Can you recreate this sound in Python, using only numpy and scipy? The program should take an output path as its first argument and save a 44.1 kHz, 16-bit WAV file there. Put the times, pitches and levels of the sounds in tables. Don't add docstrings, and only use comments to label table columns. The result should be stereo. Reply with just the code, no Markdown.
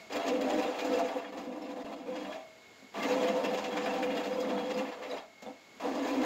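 import sys
import numpy as np
from scipy.fft import rfft, irfft, next_fast_len
from scipy.io import wavfile
from scipy.ndimage import uniform_filter1d, map_coordinates

SR = 44100
rng = np.random.default_rng(int(sys.argv[2]) if len(sys.argv) > 2 else 0)


def store_wav(level_fs):
    pcm = np.round(np.clip(np.atleast_2d(level_fs), -1, 1) * 32767)
    wavfile.write(sys.argv[1], SR, pcm.T.astype(np.int16))


N = 275625

# (frequency [Hz], relative level [dB])
WHINE_TONES = [(2113, -80), (2153, -65.5), (2192, -66), (2245, -78), (6578, -79)]
# (time [s], gain [dB])
WHINE_SWELL = [(0, 6), (.3, 1), (2, -6), (2.4, 0), (5.3, 0), (5.5, 2), (6.25, 1)]
# (frequency [Hz], relative density [dB per Hz])
HISS_SPECTRUM = [(25, -32), (99, -4.5), (156, -6), (220, 1.5), (809, -0.5), (1060, -3.5), (2140, -4.5),
                 (4540, -7.5), (6000, -14), (7200, -10), (8700, -29.5), (10500, -24.5), (12500, -23.5),
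                 (15700, -30)]
# (time [s], gain [dB])
HISS_SWELL = [(0, 9.5), (.3, -4), (2.4, 2.5), (2.8, 4.5), (5.3, 1.5), (6.25, 6.5)]
# (frequency [Hz], left-right likeness [0-1])
HISS_LIKENESS = [(60, 0.15), (400, 0.41), (2000, 0.021), (15000, .02)]
# (frequency [Hz], relative level [dB], time to fall 60 dB [s])
LONG_TUBE_TONES = [(641, 0, .8), (687, 0, .35)]
# (time [s], level [dB])
LONG_TUBE_STRIKES = [(0, -52), (2.3, -38), (5.2, -53), (5.48, -58)]
# (time [s], relative peak level [dB], brightness [dB per octave])
ROUGH_SPOTS = [(0.099, -45, 5), (0.12, -23, 2), (0.154, -23.5, 4), (0.263, -24, 1), (0.278, -21.5, 6),
               (0.407, -23.5, 3), (0.497, -23, -1), (0.622, -22.5, -4), (0.786, -28, -6), (0.8444, -34, 12),
               (0.921, -39, 9), (0.9862, -32, 8), (1.081, -33.5, -9), (1.2405, -37.5, -14),
               (1.372, -33.5, 5), (1.41, -46, 2), (1.52, -43, -6), (1.619, -43, 1), (1.795, -48, -2),
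               (1.92, -34, -3), (2.153, -29, -1), (2.244, -36, -5), (2.32, -28, -4), (3.025, -19.5, 0.5),
               (3.279, -28, -3), (3.437, -21, -1), (3.572, -26, -2), (3.639, -23.5, -1), (3.722, -29, -1),
               (3.767, -23, -5), (3.855, -25, -7), (4.023, -21.5, -4), (4.101, -27, -10),
               (4.168, -22.5, -4), (4.23, -31, 1), (4.327, -39, -4), (4.399, -35, 15), (4.44, -34, -8),
               (4.574, -29.5, -10), (4.7013, -31.5, -9), (4.773, -27, 2), (4.846, -37, -12),
               (4.914, -35.5, -13), (5.0214, -34, -9), (5.1094, -29, -5), (5.17, -38, -9),
               (5.418, -47.5, 23), (5.8, -45, 16), (5.95, -43, 17), (6.07, -30, 7)]
# (time [s], load on the wheels [dB], frame share [dB], panel share [dB])
TOUCHES = [
    [(0.1, -42.5, 0, -11), (0.11, -38, -3, -10), (0.16, -36, -2.5, 1), (0.25, -39.5, -9, -17),
     (0.28, -32.5, -4.5, -18), (0.32, -42, 9.5, 13.5), (0.46, -40, 3.5, -1), (0.51, -34, -5, -3),
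     (0.56, -39, 8, 4.5), (0.61, -37, 3, 6), (0.63, -33.5, -9, -10), (0.66, -38.5, 3, 6.5),
     (0.75, -37, -11, -4.5), (0.88, -36.5, 4, -0.5), (0.94, -36, -2, 4.5), (0.97, -41.5, 4, 14),
     (1.0, -29.5, -5, -9), (1.03, -40, 2.5, 9.5), (1.13, -40, -11, -10), (1.17, -39.5, 3, 8),
     (1.21, -45, -9, -4), (1.25, -46, 1, 0), (1.3, -52, 4.5, 0), (1.37, -39.5, -0.5, -4),
     (1.43, -44.5, 3, -4), (1.5, -48.5, 5, 9), (1.57, -44.5, 1.5, -3), (1.64, -47, 4.5, -1.5),
     (1.72, -47, 5.5, -2), (1.8, -45, -1.5, 3.5), (1.87, -45, 5, -7), (1.92, -43, -6, 3),
     (1.95, -46.5, 0, 3), (2.02, -53, 7.5, -4), (2.09, -45, 2, 9), (2.15, -42.5, 0, -1),
     (2.2, -43.5, 0, 0.5), (2.24, -43.5, 0, -3), (2.31, -42, -5, -2.5), (2.35, -45.5, -5, -17),
     (2.39, -49, -7, -10)],
    [(2.94, -41.5, -8, -14), (3.02, -35, -4.5, -15), (3.06, -33.5, -1, 1), (3.08, -34.5, -8, -3),
     (3.13, -37.5, -3, 7), (3.15, -33, -6.5, -2), (3.28, -36.5, -2, 6.5), (3.32, -39, 1.5, 2),
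     (3.41, -35, -8, 6), (3.46, -36, -0.5, -5), (3.49, -39, 0, 7.5), (3.65, -39.5, -9, -3.5),
     (3.68, -41, -3, 1), (3.86, -35.5, -6, -3.5), (4.17, -41, 2.5, 8), (4.22, -37.5, -8, 0),
     (4.41, -41, 1.5, 10.5), (4.43, -37.5, -2, 2.5), (4.67, -42, 1, 5.5), (4.83, -36.5, -5.5, 1.5),
     (4.86, -44.5, -5, -7), (4.89, -43, -1, 3), (4.94, -45, -13, 0), (5.09, -45, -4, -1),
     (5.115, -39.5, -16, 3), (5.15, -40.5, -6, -2), (5.17, -42, -18, -24), (5.2, -44.5, -6, -12)],
    [(5.422, -46, -16, -14), (5.446, -50, -1, -6), (5.472, -44, -13, 1), (5.5, -52, 3, 3)],
    [(5.799, -41.5, -18, -17), (5.823, -39, -3, -25), (5.857, -34, -3, 3), (5.879, -40.5, 6.5, -3.5),
     (6.127, -37.5, 0.5, -3), (6.171, -37.5, 7.5, -5), (6.25, -35, 1, 2)],
]
# (landing time [s], depth [dB])
HOPS = [(0.263, 0), (1.323, -7), (1.61, -5), (1.759, -8), (1.846, -28), (1.963, -9), (2.059, -8)]
# (frequency [Hz], width [Hz], relative level [dB])
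FRAME_MODES = [(263.9, 22.2, 4), (304, 33, 1.5)]
# (frequency [Hz], width [Hz], relative level [dB])
PANEL_MODES = [(488, 26, -7), (509, 16, 0)]
# (frequency [Hz], width [Hz], relative level [dB])
BELLY_MODES = [(208, 34, 0)]
# (time [s], level [dB])
BELLY_SHARE = [(0, -16.5), (1.5, -12.5), (2.9, -3.5), (4.75, -3.5), (5.1, -10.5), (5.8, -12), (6.25, -38)]
# (frequency [Hz], width [Hz], relative level [dB])
TUBE_MODES = [(604, 24, -5), (677, 13, 0), (770, 17, -2.5), (829, 14, -8.5), (918, 18, -9), (1006, 28, -8),
              (1163, 30, -10), (1311, 18, -12), (1427, 30, -19)]
# (frequency [Hz], width [Hz], relative level [dB])
RIM_MODES = [(1570, 40, -9), (1685, 40, -2.5), (1772, 40, -1), (1950, 35, -4), (2099, 30, 1),
             (2232, 35, -4.5), (2425, 70, 0.5), (2690, 50, 2.5), (2835, 30, 0), (3040, 60, -8),
             (3630, 40, -4), (3905, 60, -5.5), (4000, 50, -10), (4300, 70, -10), (4960, 90, -7.5),
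             (5260, 45, -13), (6530, 80, -12), (7170, 71, -11.5)]
# (frequency [Hz], width [Hz], relative level [dB])
HUB_MODES = [(3308, 30, 0)]
# (time [s], level [dB])
HUB_SHARE = [(0.1, -12.5), (1, -11.5), (1.6, -14), (2.3, -6.5), (3, -10.5), (4.2, -10.5), (4.55, -5.5),
             (5.2, -16), (5.8, -13)]
GRIT_HZ = [500, 1000, 1700, 2700, 4200, 6500, 11000]
# (frequency [Hz], relative density [dB per Hz])
GRIT_SPECTRUM = [(210, -86), (350, -17), (424, -9.5), (555, -15), (763, -13), (1490, -21), (2730, -27),
                 (3410, -29), (7080, -34.5), (8700, -51.5), (10300, -63), (12000, -45), (15000, -49.5),
                 (15700, -46)]
# (frequency [Hz], relative density [dB per Hz])
MOUNT_SPECTRUM = [(20, -18), (30, 25), (52, 1), (72, 23.5), (110, 12), (150, -42)]
# (time [s], relative force level [dB], pitch [Hz])
TICKS = [(0.845, -26, 5000), (0.935, -22, 5000), (1.25, -28, 3310), (1.373, -32, 4960), (1.62, -27, 5340),
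         (1.8, -35, 3650), (2.158, -33, 4990), (4.335, -24, 4970), (4.743, -22.5, 4940), (5.1, -25, 4960),
         (5.183, -24.5, 3300), (5.464, -30, 3520)]
# (time [s], relative level [dB])
KNOCKS = [(2.824, -43.5), (2.843, -47), (5.424, -40.5), (5.4637, -37.5), (5.473, -37), (5.486, -39),
          (5.499, -42), (5.766, -46)]
# (frequency [Hz], width [Hz], relative level [dB])
THUD_MODES = [(580, 130, -1), (900, 140, -17)]
# (frequency [Hz], left-right likeness [0-1])
LIKENESS = [(25, 1), (70, 0.49), (200, 0.76), (400, 0.95), (800, 1), (1200, 0.39), (1700, 0.68),
            (3000, 0.17), (7000, 0.46), (12000, 0.23), (15000, 0.14)]
# (frequency [Hz], phase [radians])
LEFT_LAG = [(100, 0.29), (300, 0.34), (700, 1.07), (1100, 1.72), (1400, 2.74), (1700, 0.69), (4000, 1.66),
            (4500, 0.8), (5200, 2.5), (7000, 1.56), (15000, 3.6)]

HISS_DB = -59.5
TOP_HZ = 15740
LIFT_DB_PER_S, BODY_LIFT_DB_PER_S = 181, 280
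BUILD_S = 0.027
RIM_DB, RIM_GROWS, RIM_PIVOT_DB = -7, 1.234, -32.5
SWAY_DB, SWAY_PER_S = 0.84, 8.3
HOP_S = 0.018
SCRAPE_RISE_S, SCRAPE_ROUND = 0.0077, 1.06
FORCE_UNDER_PEAK_DB = 17.5
SCRAPE_LOW_HZ = 1200
RATTLE_DB, RATTLE_PER_S = 2.4, 35
TICK_WIDTH_HZ = 25


def amp(db):
    return 10 ** (np.asarray(db) / 20)


def unit(x):
    return x / np.sqrt(np.mean(x ** 2) + 1e-20)


def along(points, hz):
    f, v = np.transpose(points)
    return np.interp(np.log(hz + 1), np.log(f + 1), v)


def in_time(points):
    return np.interp(np.arange(N) / SR, *np.transpose(points))


def wobble(rate):
    knots = rng.standard_normal(int(N * rate / SR) + 4)
    return map_coordinates(knots, [np.arange(N) * rate / SR])


def filtered(x, response):
    m = next_fast_len(N + SR // 2)
    return irfft(rfft(x, m) * response(np.fft.rfftfreq(m, 1 / SR)), m)[..., :N]


def unit_gain(response):
    return response / np.sqrt(np.mean(np.abs(response) ** 2))


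def modes(table):
    def response(f):
        total = 0
        for k, (centre, width, db) in enumerate(table):
            damping = 1j * f * width
            total = total + (-1) ** k * amp(db) * damping / (centre ** 2 - f * f + damping)
        return unit_gain(total)
    return response


def colour(spectrum):
    return lambda hz: unit_gain(amp(along(spectrum, hz)))


def ports(pair, alike, lag):
    def mid_side(hz):
        turn = np.arccos(np.clip(along(alike, hz), 0, 1)) / 2
        return np.array([np.cos(turn), np.sin(turn)])

    mid, side = filtered(pair, mid_side)
    left_right = np.array([mid + side, mid - side])
    return filtered(left_right, lambda hz: np.exp(.5j * along(lag, hz) * np.array([[-1], [1]])))


def whine():
    t = np.arange(N) / SR
    apart = np.array([[0], [1.2]])
    tones = 0
    for hz, db in WHINE_TONES:
        level = np.sqrt(2) * amp(db + 2.3 * wobble(14))
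        tones = tones + level * np.sin(2 * np.pi * hz * t + .35 * wobble(10) + apart)
    return tones * amp(in_time(WHINE_SWELL))


def hiss():
    rush = filtered(rng.standard_normal((2, N)), colour(HISS_SPECTRUM))
    low = filtered(rush, lambda hz: 1 / (1 + (hz / 900) ** 4))
    rush = rush - low + low * amp(1.8 * wobble(25))
    level_db = HISS_DB + in_time(HISS_SWELL) + 0.25 * wobble(2.5) + 0.3 * wobble(22)
    return amp(level_db) * ports(rush, HISS_LIKENESS, [(100, 0.0038)])


def long_tube():
    t, ring = np.arange(N) / SR, np.zeros(N)
    for s, db in LONG_TUBE_STRIKES:
        since = np.clip(t - s, 0, None)
        onset = 1 - np.exp(-since / .012)
        for hz, level_db, t60 in LONG_TUBE_TONES:
            decay = amp(db + level_db - 60 * since / t60)
            ring += decay * onset * np.sin(2 * np.pi * hz * since + .45 * wobble(30))
    return ports(np.array([ring, 0 * ring]), [(600, 1.0)], LEFT_LAG)


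def scrapes(hz):
    force = np.zeros(N + SR)
    u = np.arange(SR // 5) / SR / SCRAPE_RISE_S
    pulse = (u * np.exp(1 - u)) ** SCRAPE_ROUND
    octaves = np.log2(np.clip(hz, 1700, 5500) / 3000)
    for s, db, bright_db in ROUGH_SPOTS:
        force[round(s * SR):][:len(u)] += amp(db - FORCE_UNDER_PEAK_DB + bright_db * octaves) * pulse
    return force[:N] / (1 + (SCRAPE_LOW_HZ / hz) ** 2)


def touching():
    t, gains = np.arange(N) / SR, np.zeros((4, N))
    for rows in TOUCHES:
        s, load_db, frame_db, panel_db = np.transpose(rows)
        load, frame, panel = (np.interp(t, s, c) for c in (load_db, frame_db, panel_db))
        since = np.clip(t - s[0], 0, None)
        lifted = np.clip(t - s[-1], 0, None)
        blows = (since > 0) * amp(-LIFT_DB_PER_S * lifted)
        swing = (1 - np.exp(-since / BUILD_S)) * amp(-BODY_LIFT_DB_PER_S * lifted)
        mean_load = uniform_filter1d(load, size=SR // 6)
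        rim = RIM_PIVOT_DB + RIM_DB + RIM_GROWS * (mean_load - RIM_PIVOT_DB)
        gains += [blows * amp(load), swing * amp(load + frame), swing * amp(load + panel), blows * amp(rim)]
    gains[1:3] *= amp(SWAY_DB * np.array([wobble(SWAY_PER_S), wobble(SWAY_PER_S)]))
    return gains


def hops():
    t, dip_db = np.arange(N) / SR, np.zeros(N)
    for s, db in HOPS:
        dip_db += db * np.clip(1 - (s - t) / HOP_S, 0, 1) ** .5 * (t < s)
    return amp(dip_db)


def stones(rate, spread_db):
    hit = rng.random((2, N)) < rate / SR
    strength = amp(spread_db * np.minimum(rng.exponential(size=N), 3))
    return unit(hit * strength * rng.uniform(-0.97, 1, (2, N)))


def droning(table, steady):
    ring = filtered(rng.standard_normal((2, N)), modes(table))
    swing = np.abs(uniform_filter1d(ring ** 2, size=SR // 60)) + 0.15
    return unit(ring / swing ** (np.clip(steady, 0, 1) / 2))


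def struck(force, table, flutter_db, drift_db, rate):
    sound = 0
    for hz, width, db in table:
        uneven = amp(flutter_db * wobble(40) + drift_db * wobble(5))
        blows = force(hz) * uneven * stones(rate, spread_db=3.5)
        sound = sound + amp(db) * np.sqrt(width / 60) * filtered(blows, modes([(hz, width, 0)]))
    return sound


def grit(force):
    sound = 0
    for k, hz in enumerate(GRIT_HZ):
        own_size = np.arange(len(GRIT_HZ)) == k
        share = lambda f: np.sqrt(np.interp(np.log(f + 1), np.log(GRIT_HZ), own_size))
        blows = (force + scrapes(hz)) * amp(1.97 * wobble(30)) * stones(rate=.4 * hz + 500, spread_db=2.0)
        sound = sound + filtered(blows, lambda f: share(f) * colour(GRIT_SPECTRUM)(f))
    return sound


def belly(frame):
    boom = unit(filtered(droning(BELLY_MODES, steady=0.043), modes(BELLY_MODES)))
    return uniform_filter1d(frame, size=SR // 12) * amp(in_time(BELLY_SHARE)) * boom


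def wheels():
    tubes, frame, panel, rims = touching() * hops()
    judder = amp(0.53 * wobble(25))
    sound = judder * (frame * droning(FRAME_MODES, steady=0.22) + panel * droning(PANEL_MODES, steady=0.49))
    sound += belly(frame)
    sound += amp(0.83) * struck(lambda hz: tubes * judder, TUBE_MODES, flutter_db=1.47, drift_db=2.2, rate=1600)
    rattle_db = 0.75 * wobble(18) + RATTLE_DB * np.abs(wobble(RATTLE_PER_S))
    rim_force = rims * amp(rattle_db) * judder
    sound += amp(-12.0) * struck(lambda hz: rim_force + scrapes(hz), RIM_MODES,
                                 flutter_db=3.0, drift_db=0.77, rate=600)
    sound += (rim_force + scrapes(3500)) * amp(in_time(HUB_SHARE)) * droning(HUB_MODES, steady=0.13)
    sound += amp(3.0) * grit(rim_force)
    shaking = (frame + tubes) * rng.standard_normal((2, N))
    sound += amp(-36.5) * filtered(shaking, colour(MOUNT_SPECTRUM))
    return ports(sound, LIKENESS, LEFT_LAG) * amp([[-.7], [.7]])


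def ticks():
    ring, u = np.zeros((2, N + SR)), np.arange(SR // 8) / SR
    decay = np.exp(-np.pi * TICK_WIDTH_HZ * u)
    for s, db, hz in TICKS:
        ring[0, round(s * SR):][:len(u)] += amp(db - 16) * decay * np.sin(2 * np.pi * hz * u)
    return ports(ring[:, :N], LIKENESS, LEFT_LAG)


def knocks():
    push, hard = np.zeros((2, 2, N))
    for s, db in KNOCKS:
        push[0, round(s * SR)] = amp(db + 17.5)
        hard[0, round(s * SR)] = amp(2 * db + 57.5)
    body = filtered(push, modes(BELLY_MODES + FRAME_MODES[:1]))
    thud = filtered(hard, modes(THUD_MODES))
    return ports(body + thud, LIKENESS, LEFT_LAG)


def scene():
    return whine() + hiss() + long_tube() + wheels() + ticks() + knocks()


def record(dry):
    return filtered(dry, lambda hz: hz < TOP_HZ)


dry = scene()
out = record(dry)
store_wav(out)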